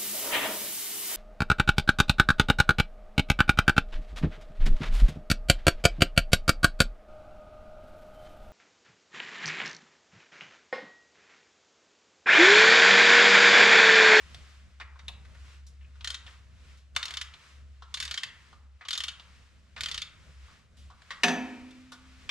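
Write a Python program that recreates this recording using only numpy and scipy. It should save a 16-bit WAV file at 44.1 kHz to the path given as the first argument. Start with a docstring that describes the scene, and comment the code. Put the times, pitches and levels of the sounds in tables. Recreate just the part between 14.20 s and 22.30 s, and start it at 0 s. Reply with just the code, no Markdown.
"""Bolts are tightened on an engine in a sheet-metal workshop.
Room noise (coloured noise), a wavering low hum (sine) and jacket rustle (level-curved noise) run from the start.
Socket and handle knock on the engine: noise bursts through resonances. From 1.8 s a hand ratchet swings back
five times, its pawl snapping over gear teeth: ticks that ring the tool, with shop echoes and more rustle.
At 7 s the wrench strikes a steel rail and rebounds: clusters of decaying modes."""
import sys
import numpy as np
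from scipy import signal
from scipy.fft import rfft, irfft
from scipy.io import wavfile

SR = 44100
rng = np.random.default_rng(int(sys.argv[2]) if len(sys.argv) > 2 else 0)


def pcm_store(signal):
    """Save signal as 16-bit PCM."""
    levels = np.round(np.clip(np.atleast_2d(signal), -1, 1) * 32767)
    wavfile.write(sys.argv[1], SR, levels.astype(np.int16).T)


N = 357210

# pawl over a tooth, five back swings: [t/s, burst level/dB]
TOOTH_SNAPS = [(1.8443, -25.5), (1.873, -23.5), (1.9029, -25), (1.9435, -27), (2.7628, -15.5),
               (2.8281, -24), (2.8544, -26.5), (2.881, -33), (2.907, -30), (2.9382, -28), (2.9701, -24),
               (3.0127, -25), (3.7409, -22), (3.7716, -30.5), (3.8013, -23), (3.8248, -29), (3.8512, -28.5),
               (3.8777, -33.5), (3.9109, -25), (3.9409, -22.5), (3.9751, -25.5), (4.0328, -25.5),
               (4.6844, -28), (4.7069, -22.5), (4.7293, -23.5), (4.7523, -31.5), (4.7763, -23),
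               (4.804, -24), (4.8366, -23.5), (4.8814, -27.5), (5.6075, -24.5), (5.6341, -25),
               (5.659, -23.5), (5.685, -32.5), (5.7131, -26), (5.7437, -24.5), (5.7773, -25),
               (5.8177, -25.5)]
# wrench on rail, blow and rebounds:
# [t/s, burst level/dB, dullness/dB, rattle t60/s, clunk f/Hz, clunk re burst/dB, push on rail/dB]
RAIL_BLOWS = [(7.034, -13.5, -13.5, 0.034, 2370, 0, -21), (7.0413, -16.5, 1, 0.037, 2520, -2, -47),
              (7.0817, -22.5, -7, 0.056, 1800, -4.5, -38.5)]
# left-right likeness of noise and cracks: [f/Hz, likeness/1]
CHANNEL_LIKENESS = [(60, 0.83), (150, 0.41), (380, 0.7), (950, 0.71), (2380, 0.61), (5980, 0.45),
                    (15000, 0.54)]


def from_db(db):
    """Gain of a level in dB."""
    return 10 ** (np.asarray(db) / 20)


def rms_one(x):
    """Scaled to rms 1."""
    return x / np.sqrt(np.mean(x ** 2) + 1e-20)


def in_time(rows):
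    """A (t/s, value) curve at every sample."""
    t_s, values = np.transpose(rows)
    return np.interp(np.arange(N) / SR, t_s, values)


def at_hz(points, hz):
    """A (f/Hz, value) table read on a log-frequency axis."""
    table_hz, values = np.transpose(points)
    return np.interp(np.log(hz), np.log(table_hz), values)


def drift(corner_hz):
    """Slow random wander, spread 1: noise through a double pole, run at SR / 40."""
    step = 40
    pole = np.exp(-2 * np.pi * corner_hz * step / SR)
    noise = rng.standard_normal(N // step + 2002)
    slow = signal.lfilter([1], [1, -2 * pole, pole * pole], noise)[2000:]   # settled part
    return np.interp(np.arange(N) / step, np.arange(len(slow)), rms_one(slow))


def bands(x):
    """Yields centre Hz and content of each half-octave band; alternate signs let neighbours add up."""
    edges_hz = 22 * 2 ** np.arange(0, 9.6, .5)
    for k, (low, high) in enumerate(zip(edges_hz, edges_hz[1:])):
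        sos = signal.butter(2, [low, high], "band", fs=SR, output="sos")
        yield np.sqrt(low * high), (-1) ** k * signal.sosfilt(sos, x)


def pair(mid, side, alike):
    """Two channels of a given likeness, from a common and an opposed part."""
    alike = np.clip(alike, -1, 1)
    return np.sqrt(1 + alike) * mid + np.sqrt(1 - alike) * side * [[1], [-1]]


def ring(x, hz, t60_s):
    """One decaying mode (two-pole resonator): a unit click rings with height 1."""
    r, w = from_db(-60 / (t60_s * SR)), 2 * np.pi * hz / SR
    return signal.lfilter([0, np.sin(w)], [1, -2 * r * np.cos(w), r * r], x)


def stereo_noise(spectrum, flicker_db):
    """Band-coloured noise that flickers in level; rms 1."""
    out = 0
    flicker = from_db(flicker_db * drift(4.44))
    for hz, (mid, side) in bands(rng.standard_normal((2, N))):
        out = out + from_db(at_hz(spectrum, hz)) * pair(mid, side, at_hz(CHANNEL_LIKENESS, hz))
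    return rms_one(out * flicker)


def air():
    """Room noise: coloured noise with a flickering level."""
    # room noise colour: [f/Hz, band gain/dB]
    air_spectrum = [(12, -41), (20, -1), (48, -2.5), (74, 8.5), (93, -5), (119, 3.5), (326, -17.5),
                    (419, -22.5), (509, -2), (841, -46), (1240, -23), (4240, -45.5), (7620, -30.5),
                    (12300, -58), (15800, -72)]
    return from_db(-60) * stereo_noise(air_spectrum, flicker_db=3.5)


def hum():
    """A low tone of unsteady pitch; its level fades deeply, flickers and takes further random dips."""
    # hum level with its deep fades, before random flicker and further dips: [t/s, level/dB]
    hum_level = [(0.0, -63), (0.02, -54), (1.83, -47), (1.85, -52.5), (3.09, -50), (3.18, -68), (3.36, -51),
                 (3.92, -52), (3.99, -70.5), (4.56, -50.5), (4.65, -79), (4.76, -56.5), (5.53, -61),
                 (5.77, -47), (5.93, -77), (6.07, -51), (6.29, -49.5), (6.38, -88), (6.63, -50),
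                 (7.15, -80), (7.24, -59), (7.58, -87), (7.96, -57), (8.1, -71)]
    centre_hz, waver_hz = 68.4, 1
    flicker_db, flicker_corner_hz = 2.0, 12
    steadiness, dips_corner_hz = 1.6, 3
    hz = centre_hz + waver_hz * drift(9.7)
    level = from_db(in_time(hum_level) + flicker_db * drift(flicker_corner_hz))
    dips = np.tanh(2 * (steadiness + drift(dips_corner_hz)))   # near 1, seldom crosses 0
    return np.sqrt(2) * level * dips * np.sin(2 * np.pi * np.cumsum(hz) / SR)


def cloth():
    """The jacket rustles with the arm: coloured noise under a level curve plus the back swings."""
    # rustle gain before the swings add: [t/s, level/dB]
    rustle_level = [(0, -57.5), (.3, -56.5), (.58, -68.5), (1.0, -66.5), (1.33, -59), (1.45, -70),
                    (1.72, -69), (2.1, -60), (2.3, -70), (2.5, -61), (2.72, -74), (3.3, -56.5),
                    (3.45, -68.5), (4.3, -61.5), (4.5, -74), (5.1, -60.5), (5.45, -72), (6.0, -63),
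                    (6.33, -60), (6.5, -73), (6.9, -60), (7.3, -57), (7.7, -63), (8.1, -59.5)]
    # cloth noise colour: [f/Hz, band gain/dB]
    cloth_spectrum = [(180, -26), (300, -6.5), (372, -8), (852, -9), (1070, -0.5), (2270, -0.5), (4180, -5),
                      (7720, -12.5), (12900, -35), (15800, -37.5)]
    gain = from_db(in_time(rustle_level)) + swings()
    return gain * stereo_noise(cloth_spectrum, flicker_db=1.0)


def knock_blows():
    """Rows of engine and rail blows; dullness lifts the lows re mid and cuts the highs as much."""
    # socket and handle on engine; at 2.7636 s the low body of the loud first tooth snap:
    # [t/s, burst level/dB, dullness/dB, rattle t60/s, clunk f/Hz, clunk re burst/dB]
    low_knocks = [(0.1456, -37, -19.5, 0.014, 4360, 2.5), (0.5993, -42, 16, 0.084, 1860, -0.5),
                  (0.612, -46, 3, 0.065, 2130, 8), (0.757, -66, 6, 0.074, 1380, 14.5),
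                  (0.7907, -45.5, 4, 0.059, 2060, -2), (0.8815, -37.5, -23.5, 0.031, 3670, 6.5),
                  (0.892, -58.5, -10, 0.076, 930, 10.5), (1.05, -57.5, -11, 0.084, 2120, 2),
                  (1.1479, -58, -12, 0.056, 1800, 7), (1.466, -70, -40.5, 0.15, 5830, 10.5),
                  (1.61, -81, -8, 0.12, 2560, 20), (1.6457, -75.5, -10, 0.043, 2540, 19),
                  (1.755, -60, -6, 0.089, 1500, -0.5), (1.808, -45.5, 5, 0.057, 3180, -2.5),
                  (2.0643, -47, -4, 0.13, 2960, -1.5), (2.0768, -56, -12, 0.11, 1750, 4),
                  (2.573, -63.5, -25, 0.16, 4430, -3), (2.75, -46, -5, 0.056, 3500, -6),
                  (2.7636, -32.5, 8, 0.035, 1306, 4.5), (3.1376, -45, 9, 0.046, 3680, 0),
                  (3.6215, -47.5, 10, 0.1, 1340, 0.5), (4.328, -53, 10, 0.071, 1170, 3),
                  (4.6098, -54.5, 17.5, 0.14, 1980, 7.5), (4.6503, -42, 7, 0.077, 3070, -3.5),
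                  (4.9965, -45.5, 9, 0.044, 3700, 1), (5.563, -39.5, 6.5, 0.066, 2350, 0.5),
                  (5.577, -42.5, 1, 0.18, 1630, -3), (6.2793, -63, -7, 0.22, 1310, 5.5),
                  (6.569, -62.5, -26, 0.54, 3000, -3.5), (6.7, -56, -5, 0.15, 1210, 5.5),
                  (6.8192, -47, -5, 0.028, 1740, -2.5), (6.9057, -34, 5.5, 0.11, 1940, -2.5),
                  (7.5076, -53, -20, 0.06, 3030, -5), (7.719, -43, -17.5, 0.14, 1500, -3),
                  (8.0914, -28, 3, 0.1, 3070, -1)]
    high_db = -20.5   # highs re mid at zero dullness
    return [(s, db, dull_db, high_db - dull_db, t60_s, hz, clunk_db)
            for s, db, dull_db, t60_s, hz, clunk_db, *_ in low_knocks + RAIL_BLOWS]


def contacts(rows):
    """A tick, then loose parts rattle: a dying noise burst, lows and highs weighted per contact."""
    size = SR // 8
    rise_s = 0.00053   # loose parts join in over a moment
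    t = np.arange(size) / SR
    layers = np.full((3, N + size), 1e-18)
    noises = rng.standard_normal((len(rows), size))
    for (s, db, low_db, high_db, t60_s), noise in zip(rows, noises):
        burst = noise * from_db(db - 60 * t / t60_s) * (1 - 0.54 * np.exp(-t / rise_s))
        at = round(s * SR)
        layers[:, at:at + size] += burst * from_db([[low_db], [0], [high_db]])
    low = signal.sosfilt(signal.butter(2, [500, 1500], "band", fs=SR, output="sos"), layers[0])
    mid = signal.sosfilt(signal.butter(2, [1500, 6000], "band", fs=SR, output="sos"), layers[1])
    high = signal.sosfilt(signal.butter(2, 6000, "high", fs=SR, output="sos"), layers[2])
    return (mid - low - high)[:N]


def crack(rows):
    """Broad crack of steel on steel; it comes off a wide engine, so the channels differ in part."""
    # metal contact colour: [f/Hz, band gain/dB]
    snap_spectrum = [(240, -60), (400, -41), (961, -3.5), (1230, 8.5), (1800, -9), (2530, -24.5),
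                     (3600, 18.5), (5540, -7), (6760, 2), (10100, -7.5), (15800, -35)]
    out = 0
    both = np.array([contacts(rows), contacts(rows)])
    for hz, (mid, side) in bands(both):
        out = out + from_db(at_hz(snap_spectrum, hz)) * pair(mid, side, at_hz(CHANNEL_LIKENESS, hz))
    return from_db(-9.5) * out


def clunks(rows):
    """Each blow is answered by a broad resonance of its own, as of another part."""
    size = SR // 5
    t60_cycles = 4.5   # a casting rings only a few cycles
    t, out = np.arange(size) / SR, np.zeros(N + size)
    noises = rng.standard_normal((len(rows), size))
    for (s, db, _, _, t60_s, hz, clunk_db), noise in zip(rows, noises):
        once = ring(noise, hz, t60_cycles / hz)
        body = ring(once, hz, t60_cycles / hz)   # twice: steep flanks
        envelope = from_db(db + clunk_db - 60 * t / t60_s) * np.minimum(t * hz, 1)   # one-cycle rise
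        out[round(s * SR):][:size] += envelope * rms_one(body)
    small = signal.butter(2, 600, "high", fs=SR, output="sos")   # hand-sized parts radiate little bass
    return signal.sosfilt(small, out[:N])


def shop(x):
    """Near echoes off engine and frame plus a dense wall tail, decaying per band, partly unlike per channel."""
    # wall tail decay: [f/Hz, t60/s]
    wall_decay = [(250, 1), (500, 1), (1300, 0.83), (3500, 0.33), (9000, 0.31), (15000, 0.23)]
    # left-right likeness of echoes: [f/Hz, likeness/1]
    echo_likeness = [(250, 0.41), (1000, 0.87), (4000, 0.78), (12000, 0.11)]
    near_db, near_t60_s = 8, 0.039   # re start of wall tail
    onset_s = 0.0011
    t = np.arange(SR) / SR
    echoes = 0
    near = from_db(near_db - 60 * t / near_t60_s)
    for hz, (mid, side) in bands(rng.standard_normal((2, SR))):
        tail = from_db(-60 * t / at_hz(wall_decay, hz))
        echoes = echoes + pair(mid, side, at_hz(echo_likeness, hz)) * (tail + near)
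    echoes = echoes * np.clip(t / onset_s, 0, 1)
    echoes = echoes / np.sqrt(np.sum(echoes ** 2) / 2)   # mean channel energy 1
    return signal.fftconvolve(x[None], echoes, axes=1)[:, :N]


def teeth():
    """Contact rows of the pawl: a harder snap brings more lows, and no two teeth sound alike."""
    low_db, high_db, rattle_t60_s = -31, -9, 0.032   # re mid, before spread
    spread_db, t60_log_spread = 4, .25
    usual_db, low_db_per_db = -26, 1.63
    rows = []
    for (s, db), (a, b, c) in zip(TOOTH_SNAPS, rng.standard_normal((len(TOOTH_SNAPS), 3))):
        lows = low_db + low_db_per_db * (db - usual_db) + spread_db * a
        highs = high_db + spread_db * b
        rows.append((s, db, lows, highs, rattle_t60_s * np.exp(t60_log_spread * c)))
    return rows


def swings():
    """Extra sleeve rustle over each run of teeth, most in mid swing."""
    tail_s = 0.026
    tooth_s = np.array(TOOTH_SNAPS)[:, 0]
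    t, out = np.arange(N) / SR, np.zeros(N)
    for run in np.split(tooth_s, np.flatnonzero(np.diff(tooth_s) > .3) + 1):
        progress = np.clip((t - run[0]) / (run[-1] + tail_s - run[0]), 0, 1)
        out += np.sin(np.pi * progress) ** 2
    return from_db(-54.5) * out


def wrench(rows):
    """Ratchet head rings briefly, handle rings on; every contact excites the modes differently."""
    # ratchet head modes, handle last: [f/Hz, relative level/dB, t60/s]
    tool_modes = [(2115, 1, 0.0027), (3120, 1, 0.005), (3592, -5, 0.0096), (4279, -5.5, 0.006),
                  (6700, -21, 0.14)]
    spread_db = 4
    rattle = contacts(rows)
    latest = np.searchsorted(np.sort(np.array(rows)[:, 0]), np.arange(N) / SR)   # contact now sounding
    grip = from_db(spread_db * rng.standard_normal((len(rows) + 1, len(tool_modes))))
    out = np.zeros(N)
    for k, (hz, db, t60_s) in enumerate(tool_modes):
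        out += from_db(db) * ring(rattle * grip[latest, k], hz, t60_s)
    return from_db(-21) * out


def rail():
    """The blows shake the rail; each cluster of modes swells, beats at random and dies."""
    # steel rail, clusters of close modes: [f/Hz, relative level/dB, t60/s, cluster width/Hz]
    rail_modes = [(172, -7.5, 0.5, 1.1), (224, -10, 0.97, 3.4), (246.6, -6, 0.86, 0.75),
                  (256, -8.5, 1.86, 0.79), (307, -17, 1.25, 14), (403.2, -10, 0.76, 2.7),
                  (520, -16.5, 1.03, 60), (627, -26, 0.099, 11), (716, -2, 0.62, 22), (925, -9.5, 0.73, 30),
                  (1246, -31, 0.29, 43), (1333, -33, 0.31, 89), (1735, -3, 0.55, 39), (1866, -20, 1.14, 47),
                  (2350, -17, 1.32, 160), (2600, -11, 0.75, 25), (2550, -12, 0.74, 50),
                  (3050, -19.5, 0.81, 54), (3380, -13, .45, 75), (3680, -16, 0.49, 170),
                  (4730, -16.5, 0.5, 240), (6050, -6.5, 0.39, 160), (14620, -53, .3, 60)]
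    swell_at_500hz_s = 0.0035   # the long rail takes a moment to ring up
    beat_depth = .3   # 0 steady ring, 1 deep random beats
    start = round(RAIL_BLOWS[0][0] * SR)
    out, t = np.zeros(N), np.arange(start, N) / SR
    since = [(np.maximum(t - row[0], 0), row[-1]) for row in RAIL_BLOWS]
    for hz, db, t60_s, width_hz in rail_modes:
        narrow = ring(rng.standard_normal(2 ** 16), hz, np.log(1000) / np.pi / width_hz)
        beats = np.abs(signal.hilbert(narrow))
        narrow = (narrow / beats ** (1 - beat_depth))[-len(t):]
        swell_s = swell_at_500hz_s * 500 / hz   # high rings start sooner
        shake = 0
        for age_s, push_db in since:
            shake = shake + from_db(push_db + db - 60 * age_s / t60_s) * (1 - np.exp(-age_s / swell_s))
        out[start:] += shake * rms_one(narrow)
    return from_db(-7) * out


def scene():
    """Tool with shop echoes, rail, cloth, room noise and hum, summed."""
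    blows = knock_blows()
    clicks = teeth()
    tool = crack(clicks + [row[:5] for row in blows]) + wrench(clicks) + clunks(blows)
    echoes = from_db(-5) * shop(tool[0])
    thin = signal.butter(6, 128, "high", fs=SR, output="sos")   # steel parts move no deep bass
    steel = signal.sosfilt(thin, tool + echoes + rail())
    return steel + cloth() + air() + hum()


def record(dry):
    """Left and right differ in level and phase by frequency; the top is cut."""
    # channel balance: [f/Hz, left over right/dB]
    tilt = [(60, 1), (150, -0.5), (380, -1.5), (950, -0.5), (2380, 2), (5980, -0.5), (15000, -4)]
    # left phase over right: [f/Hz, lead/rad]
    left_lead = [(0, 0), (690, -0.4), (1030, -0.4), (3360, -0.9), (6720, -0.6), (7150, -0.2), (8350, -0.3),
                 (15500, 0.1)]
    hz = np.maximum(np.arange(N // 2 + 1) * SR / N, 1)
    lean = from_db(at_hz(tilt, hz) / 2) * np.exp(.5j * at_hz(left_lead, np.maximum(hz, 1)))   # half per channel
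    left = irfft(rfft(dry[0]) * lean, N)
    right = irfft(rfft(dry[1]) / lean, N)
    top_cut = signal.cheby2(12, 70, 16450, fs=SR, output="sos")   # 70 dB down from 16450 Hz up
    return signal.sosfilt(top_cut, np.array([left, right]))


dry = scene()
out = record(dry)
pcm_store(out)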